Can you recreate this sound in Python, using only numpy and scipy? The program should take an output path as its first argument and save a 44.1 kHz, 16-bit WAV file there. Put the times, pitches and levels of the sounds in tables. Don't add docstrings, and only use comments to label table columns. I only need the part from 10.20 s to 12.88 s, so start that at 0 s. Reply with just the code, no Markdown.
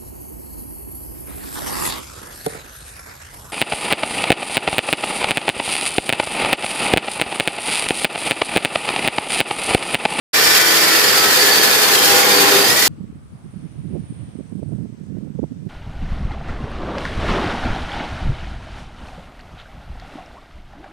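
import sys
import numpy as np
from scipy import signal
from scipy.fft import rfft, irfft
from scipy.io import wavfile
from scipy.ndimage import uniform_filter1d

SR = 44100
rng = np.random.default_rng(int(sys.argv[2]) if len(sys.argv) > 2 else 0)


def wav_out(sig):
    wavfile.write(sys.argv[1], SR, np.round(np.clip(np.atleast_2d(sig).T, -1, 1) * 32767).astype(np.int16))


N = 118188
T = np.arange(N) / SR
HZ = np.maximum(np.fft.rfftfreq(N, 1 / SR), 1)

SPLIT_HZ = [900, 3500]
PINION_TEETH = 16
RIPPLE_FROM_HZ = 1800
ROOM_DB = 3


def undb(db):
    return 10 ** (np.asarray(db) / 20)


def unit(x):
    return x / np.sqrt(np.mean(x ** 2))


def follow(points):
    return undb(np.interp(T, *np.array(points).T))


def pan(db):
    gains = undb(np.array([np.atleast_1d(db), -np.atleast_1d(db)]) / 2)
    return gains / np.sqrt(np.mean(gains ** 2, axis=0))


def across(points):
    hz, value = np.array(points, float).T
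    return np.interp(np.log(HZ), np.log(hz), value)


def wander(hz):
    return unit(irfft(rfft(rng.standard_normal(N)) / (1 + (HZ / hz) ** 2), N))


def turn(hz):
    return 2 * np.pi * (np.cumsum(hz * np.ones(N)) / SR + rng.random())


def room(x, wet_db):
    decay_time_s = 0.42
    age = T[:SR // 3]
    tail = rng.standard_normal((2, len(age))) * undb(-60 * age / decay_time_s)
    tail /= np.sqrt(np.sum(tail ** 2, axis=1, keepdims=True))
    reverberant = signal.fftconvolve(tail, x[None], axes=1)[:, :N]
    wet = undb(wet_db)
    return (x + wet * reverberant) / np.sqrt(1 + wet ** 2)


def tone(phase, flutter_db, flutter_hz, jitter):
    carrier = np.sin(phase + jitter * wander(flutter_hz))
    return unit(carrier * undb(flutter_db * wander(flutter_hz)))


def contact(mesh):
    gear_ratio, wobble, chatter_db = 5.3, .05, .45
    wheel_hz = mesh / PINION_TEETH / gear_ratio
    return (1 + wobble * np.sin(turn(wheel_hz))) * undb(chatter_db * wander(31))


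def treble_ripple():
    grid = np.arange(0, SR / 2, 70)
    deviation_db = np.clip(rng.standard_normal(len(grid)), -2, 2) * np.sqrt(2)
    onset = np.minimum(HZ / RIPPLE_FROM_HZ, 1)
    return unit(undb(onset * np.interp(HZ, grid, deviation_db)))


def sparks():
    clicks_per_s, size_spread_db = 1600, 2.5
    size = undb(size_spread_db * np.minimum(rng.exponential(size=N), 6))
    struck = rng.random(N) < clicks_per_s / SR
    return unit(room(size * rng.standard_normal(N) * struck, wet_db=0.5))


def grinding(pressure):
    # frequency_hz, relative_density_db
    spectrum_points = [(18, -68), (30, -36), (123, -12.5), (256, -9.5), (292, -9.5), (369, -5.5),
                       (399, -8.5), (467, -3.5), (505, -7), (561, -7), (709, -7), (808, -5.5), (945, -6),
                       (1400, -6.5), (1720, -4), (2620, -6.5), (4090, -7), (4540, -5), (5740, -8.5),
                       (8950, -13), (12300, -11), (14300, -12.5), (15500, -19.5)]
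    # time_s, bass_db, middle_db, treble_db
    band_levels = [(0.2, -25.5, -18.5, -19), (0.24, -21, -20, -17.5), (0.37, -25.5, -17.5, -15.5),
                   (0.39, -24, -21, -18.5), (1.77, -23.5, -19.5, -17.5), (1.87, -21, -19, -16),
                   (2.27, -22, -18, -18), (2.39, -19.5, -19, -17.5), (2.46, -21.5, -21.5, -19.5),
                   (2.55, -21, -23, -16), (2.6, -24.5, -22, -16.5)]
    # frequency_hz, left_right_db
    channel_shade = [(100, -1), (250, -1), (420, -1), (800, 1.5), (1200, 0.5), (1800, 0.5), (3000, -1),
                     (5000, -2.5), (7200, -4), (9000, -1), (11000, 5.5), (11800, 6), (14000, 2)]
    # frequency_hz, correlation
    channel_likeness = [(40, 0.61), (150, 0.12), (240, 0), (320, 0.75), (600, 0.39), (1300, 0.12),
                        (3000, 0.0035), (12000, 0)]
    scrape_db, spark_db = -12, -26

    mid, side = rfft(rng.standard_normal((2, N)))
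    alike = np.clip(across(channel_likeness), -.95, .95)
    opposed = np.array([[1], [-1]]) * side
    scrape = (mid * np.sqrt(1 + alike) + opposed * np.sqrt(1 - alike)) / np.sqrt(2)
    source = undb(scrape_db) * scrape + undb(spark_db) * rfft(sparks())
    colour = unit(undb(across(spectrum_points))) * treble_ripple()
    sound = source * colour * pan(across(channel_shade))

    bass, below_treble = (1 / (1 + (HZ / hz) ** 4) for hz in SPLIT_HZ)
    times, *levels = np.array(band_levels).T
    out = 0
    for band, db in zip([bass, below_treble - bass, 1 - below_treble], levels):
        out = out + irfft(sound * band, N) * undb(np.interp(T, times, db - np.mean(db)))
    return pressure * out


def rasp(x, count=5):
    depth_db, rate_hz, spacing_hz = 2.4, 28, 260
    spectrum, out = rfft(x), x
    treble = 1 - 1 / (1 + (HZ / RIPPLE_FROM_HZ) ** 4)
    for k in range(count):
        comb = np.maximum(1 - np.abs((HZ / spacing_hz + k) % count - 1), 0)
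        flicker = unit(undb(depth_db * wander(rate_hz)))
        out = out + irfft(spectrum * treble * comb, N) * (flicker - 1)
    return out


def ringing(load, pressure):
    # free_hz, heavy_hz, width_hz, free_db, heavy_db, left_right_db
    resonances = [(429.8, 415, 96, -37.5, -26.5, 8.5), (819, 805, 51, -46, -27, 12),
                  (1810, 1600, 300, -25, -30.5, -1), (4660, 4500, 440, -39, -36, 0)]
    ring_fade_s, fade_db_per_s = 2.25, -36
    bass_room_db = -15
    rubbing = pressure * undb(fade_db_per_s * np.maximum(T - ring_fade_s, 0))
    out = 0
    for free_hz, heavy_hz, width, free_db, heavy_db, pan_db in resonances:
        phase = turn(free_hz + (heavy_hz - free_hz) * load)
        ring = unit(wander(width / 2) * np.cos(phase) + wander(width / 2) * np.sin(phase))
        level = undb(free_db + (heavy_db - free_db) * load)
        wet_db = bass_room_db if free_hz < SPLIT_HZ[0] else ROOM_DB
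        out = out + pan(pan_db) * room(ring * rubbing * level, wet_db)
    return out


def whine(mesh, load):
    # time_s, level_db
    shaft_level = [(.13, -38), (.38, -37), (.46, -31.5), (.74, -30.5), (.84, -40), (2.68, -50.5)]
    # time_s, level_db
    mesh_level = [(.13, -25.5), (.33, -23), (.45, -27.5), (.7, -27.5), (.95, -25), (1.08, -30),
                  (1.18, -28.5), (1.3, -36), (1.6, -33), (1.8, -45), (2.05, -31), (2.2, -23.5), (2.27, -35),
                  (2.37, -32), (2.42, -20.5), (2.5, -22), (2.54, -31), (2.68, -37)]
    # time_s, level_db
    lower_level = [(.13, -36), (.42, -29), (.55, -36), (.77, -38), (.83, -24), (1.02, -24), (1.07, -28),
                   (1.2, -23), (1.38, -22), (1.5, -25.5), (1.65, -26.5), (1.8, -52)]
    # time_s, level_db
    lowest_level = [(.13, -29), (.35, -28.5), (.5, -31), (.63, -22), (.74, -23), (.85, -38), (1.2, -50)]
    weak_orders = [1.28, 3.03, 3.53, 3.81, 4.06, 4.42, 4.84, 5.88, 6.94, 17.83, 22.53]
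    # free_db, cutting_db, heavy_db, left_right_db
    weak_levels = [(-30, -31.5, -42, -1), (-34, -38, -52, 11), (-33, -40, -34, 3), (-35, -78, -32, 9),
                   (-45, -27.5, -71, 4), (-25, -32.5, -48, 10), (-62, -32, -31.5, -4), (-29, -30.5, -53, 5),
                   (-27, -37.5, -53, -1), (-83, -80, -52, -3), (-34.5, -39, -36, 10)]

    shaft = mesh / PINION_TEETH * (1 + 0.00065 * wander(6.7))
    out = follow(shaft_level) * tone(turn(shaft), flutter_db=3.5, flutter_hz=14, jitter=0.096)
    strong = ((PINION_TEETH, mesh_level), (14.44, lower_level), (14, lowest_level))
    for multiple, curve in strong:
        line = follow(curve) * tone(turn(multiple * shaft), flutter_db=3.4, flutter_hz=50, jitter=.7)
        out = out + pan(-10) * room(line, wet_db=-12)

    release_s, release_db = 2.41, -6.5
    released = np.interp(T, [release_s - .04, release_s], [0, 1])
    for multiple, (free, cutting, heavy, pan_db) in zip(weak_orders, weak_levels):
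        db = np.interp(load, [0, .5, 1], [free, cutting, heavy]) + release_db * released
        line = undb(db) * tone(turn(multiple * shaft), flutter_db=1.5, flutter_hz=31, jitter=0.13)
        out = out + pan(pan_db) * room(line, ROOM_DB)
    return out


def snarl(mesh, load):
    # time_s, level_db
    snarl_level = [(.13, -30), (.6, -31), (.85, -28), (1, -33), (1.2, -24.5), (1.45, -25), (1.6, -33),
                   (2.2, -35), (2.4, -44)]
    multiple = 5.24 + .4 * load
    hz = mesh / PINION_TEETH * multiple * (1 + .005 * wander(19.8))
    line = tone(turn(hz), flutter_db=3, flutter_hz=45, jitter=.65)
    return pan(-0.5) * room(follow(snarl_level) * line, wet_db=-7)


def buzz():
    # frequency_hz, early_db, late_db
    buzz_lines = [(200, -40, -41), (296, -33, -30), (400, -28.5, -22), (501, -24, -29), (805, -27, -33),
                  (1100, -37, -37)]
    # time_s, gain_db
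    buzz_level = [(.13, -22), (1.2, -10), (1.86, -9), (1.92, 0), (2.41, 0), (2.47, -16), (2.68, -20)]
    labour_times = [1.95, 2.25]
    lines = 0
    for hz, early, late in buzz_lines:
        level = undb(np.interp(T, labour_times, [early, late]))
        lines = lines + level * tone(turn(hz), flutter_db=2.8, flutter_hz=15, jitter=.55)
    return pan(4.5) * room(lines * follow(buzz_level), wet_db=-14)


def squeaks():
    # time_s, pitch_hz, half_length_s, level_db
    squeals = [(0.68, 2180, .05, -29), (1.785, 3180, .045, -19.5), (2.046, 2176, .05, -27),
               (2.335, 1370, .04, -25)]
    glide_hz_per_s = -800
    out = 0
    for time, hz, half_length, db in squeals:
        since = np.clip(T - time, -half_length, half_length)
        swell = np.cos(np.pi / 2 * since / half_length) ** 2
        squeal = tone(turn(hz + glide_hz_per_s * since), flutter_db=4.5, flutter_hz=60, jitter=.9)
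        out = out + undb(db) * swell * squeal
    return room(out, wet_db=-9)


def free_ring():
    # time_s, pitch_hz, level_db
    song = [(2.4, 1790, -50), (2.44, 1830, -27), (2.5, 1900, -24), (2.59, 1930, -26), (2.68, 1960, -38)]
    times, hz, db = np.array(song).T
    line = tone(turn(np.interp(T, times, hz)), flutter_db=4, flutter_hz=50, jitter=1.)
    return room(undb(np.interp(T, times, db)) * line, wet_db=-7)


def scene():
    # time_s, mesh_hz
    motor_speed = [(0, 5432), (.33, 5430), (.5, 5365), (.75, 5245), (1, 5135), (1.25, 5050), (1.5, 4985),
                   (1.7, 4910), (2.05, 4670), (2.22, 4600), (2.37, 4500), (2.41, 4610), (2.5, 5110),
                   (2.6, 5430), (2.69, 5620)]
    load_rates = [5483, 5071, 4570]
    inertia_s = .15
    mesh = np.interp(T, *np.array(motor_speed).T)
    acceleration = uniform_filter1d(np.gradient(mesh, T), size=1500)
    heading_for = mesh + inertia_s * acceleration
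    load = np.interp(-heading_for, -np.array(load_rates), [0, .5, 1])
    pressure = contact(mesh)
    cutting = rasp(grinding(pressure)) + ringing(load, pressure) + squeaks()
    return cutting + whine(mesh, load) + snarl(mesh, load) + buzz() + free_ring()


def record(dry):
    start_s, fade_s, top_hz = 0.1307, 0.014, 15400
    fade = np.clip((T - start_s) / fade_s, 0, 1)
    sound = np.clip(dry * fade, -1, 1)
    low_pass = signal.ellip(10, .2, 80, top_hz, fs=SR, output="sos")
    return signal.sosfilt(low_pass, sound)


dry = scene()
out = record(dry)
wav_out(out)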